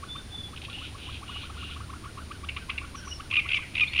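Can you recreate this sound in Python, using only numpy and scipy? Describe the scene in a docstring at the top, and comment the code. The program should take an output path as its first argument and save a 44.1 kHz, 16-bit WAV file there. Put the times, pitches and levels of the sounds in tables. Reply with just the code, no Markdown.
"""A reed bed, one microphone close to a bittern nest. Chicks beg with rising peeps and soft mews; later
come four clucks and four harsh rattling calls, throat tones broken up by turbulence.
Farther off a songbird whistles, ticks, rasps and chirps. The reeds scatter every bird's voice.
Underneath lie a faint rumble, hiss and a thin electronic whine."""
import sys
import numpy as np
from scipy import signal
from scipy.fft import rfft, irfft
from scipy.io import wavfile
from scipy.ndimage import uniform_filter1d, map_coordinates

SR = 44100
rng = np.random.default_rng(int(sys.argv[2]) if len(sys.argv) > 2 else 0)


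def materialize(psi):
    """Save the field psi as 16-bit PCM at rate SR to the path in sys.argv[1].

    A 1-D psi becomes a single channel; in a 2-D psi each row is a channel.
    """
    bounded = np.clip(np.atleast_2d(psi).T, -1, 1)
    quanta = np.round(bounded * 32767).astype(np.int16)
    wavfile.write(sys.argv[1], SR, quanta)


N = 176400
T = np.arange(N) / SR


def from_db(db):
    """Decibels to gain."""
    return 10 ** (np.asarray(db) / 20)


def rms_one(x):
    """Scale to unit power."""
    return x / np.sqrt(np.mean(np.abs(x) ** 2) + 1e-20)


def add(out, start_s, x):
    """Mix x into out from start_s."""
    i = int(max(start_s, 0) * SR)
    out[i:i + len(x)] += x[:max(N - i, 0)]


def colour(x, curve):
    """Filter by a curve of (freq_hz, gain_db) points."""
    hz, db = np.transpose(curve)
    bins_hz = np.linspace(1e-3, SR / 2, len(x) // 2 + 1)
    return irfft(rfft(x) * from_db(np.interp(np.log(bins_hz), np.log(hz), db)), len(x))


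def drift(per_s, size):
    """A smooth random curve with a spread near 1, changing about per_s times a second."""
    steps = rng.standard_normal(8192)
    return map_coordinates(steps, [np.arange(size) * per_s / SR], order=2, mode="wrap")


def gate(t, length_s, edge_s):
    """Rounded attack, hold and release."""
    return np.sin(np.pi / 2 * np.clip(np.minimum(t, length_s - t) / edge_s + .5, 0, 1)) ** 2


def phase_of(hz):
    """Running phase of a changing pitch, in radians."""
    return 2 * np.pi * np.cumsum(hz) / SR


# The air over the reed bed: freq_hz, gain_db
AIR_SPECTRUM = [(18,-5),(50,-3.5),(105,-1),(160,-6.5),(300,-9),(500,-18.5),(800,-21.5),(4300,-24.5),(7000,-32),(11500,-41),(15500,-45.5)]
# Narrow bands of low hum: centre_hz, level_db, width_hz
HUM_BANDS = [(49.5,-56,6.6),(73.2,-46.5,3.376),(101.7,-52,8.8)]

def background(rumble_db=-46, hiss_db=-52, split_hz=600):
    """Low rumble with wavering hum, and smooth hiss."""
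    air = colour(rng.standard_normal(N), AIR_SPECTRUM)
    rumble = signal.sosfiltfilt(signal.butter(2, split_hz, fs=SR, output="sos"), air)
    out = from_db(rumble_db) * rms_one(rumble) + from_db(hiss_db) * rms_one(air - rumble)
    for hz, db, width_hz in HUM_BANDS:
        waver = drift(2 * width_hz, N) + 1j * drift(2 * width_hz, N)
        out += from_db(db) * rms_one((waver * np.exp(2j * np.pi * hz * T)).real)
    return out


def whine(pitch_hz=9521, level_db=-60.5, slips_per_s=72.95, slip_s=.001):
    """A thin, even electronic tone that slips half a cycle at a fast steady beat."""
    beat = T * slips_per_s
    slips = np.floor(beat) + np.clip(beat % 1 / (slip_s * slips_per_s), 0, 1)
    return np.sqrt(2) * from_db(level_db) * np.sin(2 * np.pi * pitch_hz * T - np.pi * slips)


def reeds(x, echo_db, t60_s=.83, early_s=.02):
    """Nearby stems scatter sound densely back to the microphone; a faint tail dies away after."""
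    t = T[:SR // 2]
    decay = from_db(-60 * t / t60_s) + 3.5 * np.exp(-t / early_s)
    echo = rng.standard_normal(len(t)) * decay * (t > .003)
    return x + from_db(echo_db) * signal.fftconvolve(x, echo / np.linalg.norm(echo))[:N]


# The songbird, deeper in the reeds: start_s, length_s, level_db, from_hz, to_hz, waver_share
SONG_NOTES = [(0.09,0.11,-39.5,3505,3575,0.008),(0.322,0.15,-38.5,3514,3435,0.009),(.715,.13,-41.5,2720,2980,0.05),(1.03,0.071,-44,3060,2900,0.05),
              (1.28,0.125,-40.5,2860,2940,0.035),(1.59,.11,-42,2830,2840,0.04),(2.956,0.057,-47.5,5800,5500,0.028),(3.06,.11,-43,5820,5400,0.03),
              (3.113,0.019,-36,2890,2880,0.012),(3.866,.022,-37,3200,3730,0.0084),(3.86,0.083,-47.5,4200,4330,.022)]

def songbird_notes(flutter=.34, wander=.005):
    """Gliding whistles that turn buzzy where the pitch wavers widely."""
    out = np.zeros(N)
    for start_s, length_s, db, from_hz, to_hz, waver in SONG_NOTES:
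        t = T[:int(length_s * 1.4 * SR)] - length_s * .2
        glide_hz = from_hz + (to_hz - from_hz) * t / length_s
        hz = glide_hz * (1 + waver * drift(900, len(t)) + wander * drift(60, len(t)))
        level = from_db(db) * gate(t, length_s, .4 * length_s) * (1 + flutter * drift(100.2, len(t)))
        add(out, start_s + t[0], level * np.sin(phase_of(hz)))
    return out


# The songbird's rasps: start_s, length_s, level_db
SONG_RASPS = [(0.719,.185,-47),(0.98,0.215,-47),(1.27,0.21,-46.5),(1.56,0.205,-47)]
# The colour of a rasp, shared by ticks and hoarse peeps: freq_hz, gain_db
RASP_SPECTRUM = [(1500,-32),(2150,-15.5),(2500,-2),(2900,-5),(3350,-3.5),(3900,-9),(4500,-19.5),(7000,-48)]

def songbird_rasps(pulses_per_s=140, depth=.27):
    """Unevenly pulsing noise, accented about three quarters through each rasp."""
    level = np.zeros(N)
    for start_s, length_s, db in SONG_RASPS:
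        progress = (T - start_s) / length_s
        accent = 1 + .8 * np.exp(-((progress - .76) / .085) ** 2)
        level += from_db(db) * gate(T - start_s, length_s, edge_s=.075) * accent
    pulses = 1 + depth * np.sin(phase_of(pulses_per_s * (1 + .278 * drift(80, N))))
    return level * pulses * rms_one(colour(rng.standard_normal(N), RASP_SPECTRUM))


# The songbird's ticks: start_s, level_db
SONG_TICKS = [(0.562,-38),(0.575,-37.5),(0.617,-33.5),(0.639,-36),(0.65,-31.5),(0.6985,-33.5),(0.73,-35.5)]

def songbird_ticks(decay_s=.006):
    """Dry snaps of noise that die at once."""
    level = np.zeros(N)
    for start_s, db in SONG_TICKS:
        add(level, start_s, from_db(db) * np.exp(-T[:SR // 10] / decay_s))
    noise = rng.standard_normal(N)
    return colour(level * noise, RASP_SPECTRUM) / np.std(colour(noise, RASP_SPECTRUM))


# Hoarse overtones of a chick's voice: harmonic, level_db
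CHICK_OVERTONES = [(2,-1),(3,-14)]

def chick_voice(hz, hoarse, waver=.025):
    """A wavering tone with rough overtones."""
    phase = phase_of(hz * (1 + waver * drift(391, len(hz))))
    overtones = sum(from_db(db) * np.sin(round(harmonic) * phase) * (1 + drift(900, len(hz)))
                    for harmonic, db in CHICK_OVERTONES)
    return np.sqrt(2) * np.sin(phase) + hoarse * overtones


FLICK_KNEE_S, FLICK_RISE_S, FLICK_ATTACK_S = .0065, .0038, .0057

def peep(t, top_hz, hoarse, low_share=1055 / 1780, break_s=.004, rasp_db=-14):
    """A quick upward flick, loudest at t = 0; a hoarse one breaks into a rasp just after."""
    climb = 1 / (1 + np.exp((FLICK_KNEE_S - t) / FLICK_RISE_S))
    hz = top_hz * (low_share + (1 - low_share) * climb)
    level, breaking = (1 / (1 + ((t - lag) / FLICK_ATTACK_S) ** 2 / 2) ** 2 for lag in (0, break_s))
    rasp = from_db(rasp_db) * rms_one(colour(rng.standard_normal(len(t)), RASP_SPECTRUM))
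    return level * chick_voice(hz, hoarse * breaking / level / 2) + hoarse * breaking * rasp


def mew(t, flick_db, top_hz=1460, hold_s=.0426, hold_db=-51.5):
    """A flick that levels off into a soft held arch."""
    rise = 1 - .33 / (1 + np.exp((t - FLICK_KNEE_S / 2) / FLICK_RISE_S))
    droop = 1 - .07 * (t / hold_s) ** 4
    flick = from_db(flick_db) * np.exp(-(t / FLICK_ATTACK_S) ** 2)
    hold = from_db(hold_db) * gate(t, hold_s, hold_s / 2) * (1 + drift(198, len(t)) / 2)
    return (flick + hold) * chick_voice(top_hz * rise * droop, hoarse=.21)


def whimper(length_s, pitch_hz=1560, fall=.14):
    """A thin uneven note that droops in pitch."""
    t = T[:int(length_s * SR)]
    hz = pitch_hz * (1 + .0228 * rng.standard_normal()) * (1 - fall * (t / length_s) ** 2)
    swell = np.sqrt(np.sin(np.pi * t / length_s))
    return chick_voice(hz, hoarse=.52) * swell * (1 + .23 * drift(200, len(t)))


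# Begging peeps at the nest, close to the microphone: peak_s, level_db
NEST_PEEPS = [(.036,-36.5),(.160,-38),(.537,-43.5),(.954,-42),(1.092,-41.5),(1.233,-40),(1.365,-41.5),(1.503,-40.5),(1.633,-40.5),(1.768,-40.5),(1.902,-40),(2.044,-41),(2.179,-39.5),(2.315,-35.5),
              (2.442,-38),(2.571,-38.5),(2.583,-44),(2.697,-36.5),(2.716,-43.5),(2.847,-42),(2.952,-37.5),(3.078,-39),(3.204,-36.5),(3.329,-39),(3.461,-38.5),(3.592,-41)]
# A second chick's mews: flick_s, flick_db
NEST_MEWS = [(.688,-45.5),(.817,-49),(1.298,-41),(1.438,-45),(1.571,-49),(1.697,-51),(1.809,-41.5),(1.936,-40.5),(2.06,-41),(2.19,-39.5),(2.819,-44.5)]
# Lone whimpers: start_s, length_s, level_db
NEST_WHIMPERS = [(0.186,0.029,-49.5),(3.009,0.057,-48)]

def begging_chicks(hoarse_db_per_s=2.5, fully_hoarse_s=2.4):
    """Three chicks call over one another; the peeps grow hoarser as the begging builds."""
    out = np.zeros(N)
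    t = T[:int(.08 * SR)] - .025
    chance = rng.standard_normal((len(NEST_PEEPS), 3))
    for (peak_s, db), (sharper, later, louder) in zip(NEST_PEEPS, chance):
        hoarse = from_db(hoarse_db_per_s * min(peak_s - fully_hoarse_s, 0))
        top_hz = 1780 * (1 + .0246 * sharper)
        add(out, peak_s + t[0], from_db(db) * peep(t, top_hz, hoarse))
        tail_s = peak_s + .026 * np.exp(.2 * later)   # a faint whimper follows each peep
        add(out, tail_s, from_db(-56 + 3 * louder) * whimper(length_s=.038))
    for flick_s, db in NEST_MEWS:
        add(out, flick_s + t[0], mew(t, db))
    for start_s, length_s, db in NEST_WHIMPERS:
        add(out, start_s, from_db(db) * whimper(length_s))
    for peak_s in .343 + .1455 * np.arange(9):   # a deeper, fainter chick keeps its own steady beat
        add(out, peak_s + t[0], from_db(-51) * peep(t, top_hz=1205, hoarse=0))
    return out


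# The colour of turbulence in the throat: freq_hz, gain_db
THROAT_SPECTRUM = [(500,-61),(1100,-19),(1750,-27),(2100,-4.5),(2600,3.5),(3050,-7),(3650,-12),(4100,-23),(4600,-27),(5500,-37),(9000,-59),(15000,-77)]

def throat_burst(length_s, hz, rough, sag=.18, edge_s=.00095, ring_s=.0011):
    """A falling throat tone broken up by turbulence; it swells and rings briefly on."""
    t = T[:int(2 * (length_s + 2 * edge_s) * SR)] - edge_s
    rough = np.clip(rough, 0, 1)
    turbulence = signal.hilbert(colour(rng.standard_normal(2 ** 13), THROAT_SPECTRUM))[:len(t)]
    tone = np.exp(1j * phase_of(hz * (1 - sag * np.minimum(t / length_s - .5, .5))))
    voice = np.sqrt(1 - rough) * tone + np.sqrt(rough) * rms_one(turbulence)
    voice /= np.sqrt(uniform_filter1d(np.abs(voice) ** 2, size=110) + .14)   # evens out the level
    pole = np.exp(-1 / (ring_s * SR))
    level = signal.lfilter([1 - pole], [1, -pole], gate(t + edge_s / 2, length_s, edge_s))
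    return rms_one(voice.real) * level


def wheeze(hz, sag, length_s=.11, width_hz=520):
    """The hoarse end of a call: a fading narrow band of turbulence, sinking by the share sag."""
    t = T[:int(length_s * SR)]
    phase = phase_of(hz * (1 - sag * (t / length_s - .5)))
    voice = drift(width_hz, len(t)) * np.sin(phase) + drift(width_hz, len(t)) * np.cos(phase)
    return voice * np.sqrt(1 - t / length_s)


# Clucks at the nest: start_s, length_s, level_db, pitch_hz, roughness
NEST_CLUCKS = [(2.487,0.009,-29,2620,0.85),(2.563,0.0092,-32,2660,1.03),(2.695,0.011,-28.5,2600,1.1),(2.778,0.0072,-27,2565,0.54)]

def clucks(ring_hz=2440, ring_s=.044, ring_db=-14):
    """Single throat bursts, each ringing on hoarsely."""
    out = np.zeros(N)
    for start_s, length_s, db, hz, rough in NEST_CLUCKS:
        add(out, start_s, from_db(db) * throat_burst(length_s, hz, rough))
        ring = wheeze(ring_hz, sag=0)
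        add(out, start_s + length_s, from_db(db + ring_db) * ring * np.exp(-T[:len(ring)] / ring_s))
    return out


# The throat favours a squeal's second harmonic: harmonic, level_db
SQUEAL_HARMONICS = [(1,-19.5),(2,4.5),(3,-18.5)]

def squeal(length_s, hz, rough, sag_per_s=1.8, fade_db_per_s=129, edge_s=.0026, spray_db=-10.5):
    """The clear sagging note at the height of a call; a rough one shakes and sprays hiss."""
    t = T[:int((length_s + 2 * edge_s) * SR)] - edge_s / 2
    phase = phase_of(hz * (1 - sag_per_s * t + rough * .026 * drift(900, len(t))))
    tone = sum(from_db(db) * np.sin(round(harmonic) * phase) for harmonic, db in SQUEAL_HARMONICS)
    tone *= 1 + rough * drift(500, len(t))
    spray_band = signal.butter(2, [3000, 5600], "band", fs=SR, output="sos")
    spray = signal.sosfilt(spray_band, rng.standard_normal(len(t)))
    voice = rms_one(tone) + rough * from_db(spray_db) * rms_one(spray)
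    return voice * gate(t, length_s, edge_s) * from_db(-fade_db_per_s * (t - length_s / 2))


# Harsh calls, close to the microphone: squeal_start_s, squeal_db, pitch_hz, roughness, stutter_db
NEST_CALLS = [(3.371,-22,1240,0.02,-19),(3.548,-28,1192,0.27,-19.5),(3.812,-21,1253,0.06,-19.5),(3.9935,-18.5,1293,0.17,-19.5)]
# The stutter around each squeal: offset_s, length_s, relative_db, pitch_hz, roughness
STUTTER_BURSTS = [(-.070,0.0045,-19,2660,0.1),(-.061,0.0076,-7,2556,0.62),(-.0455,0.0059,-8,2457,0.3),(-.035,0.01,-5,2660,0.52),
                  (-.0165,.005,-1,2720,.35),(-.0065,0.0065,-0.5,2844,0.49),(0.018,0.0152,-8.5,2300,0.77)]

def harsh_calls(squeal_s=.025, wheeze_db=-20.5):
    """Stuttering throat bursts swell into a squeal and trail off in a falling wheeze."""
    out = np.zeros(N)
    for start_s, squeal_db, pitch_hz, roughness, stutter_db in NEST_CALLS:
        for offset_s, length_s, db, hz, rough in STUTTER_BURSTS:
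            add(out, start_s + offset_s, from_db(stutter_db + db) * throat_burst(length_s, hz, rough))
        add(out, start_s, from_db(squeal_db) * squeal(squeal_s, pitch_hz, roughness))
        add(out, start_s + squeal_s, from_db(stutter_db + wheeze_db) * wheeze(hz=2260, sag=.22))
    return out


def scene():
    """In mono: the nest close by, the songbird deeper in the reeds."""
    begging = reeds(begging_chicks(), echo_db=-12)
    calls = reeds(clucks() + harsh_calls(), echo_db=-9.5)
    songbird = reeds(songbird_notes() + songbird_rasps() + songbird_ticks(), echo_db=-8.5)
    return (background() + whine() + songbird + begging + calls)[None]


def record(dry):
    """The top is cut steeply above 15750 Hz."""
    return signal.sosfilt(signal.ellip(10, .1, 80, 15750, fs=SR, output="sos"), dry)


dry = scene()
out = record(dry)
materialize(out)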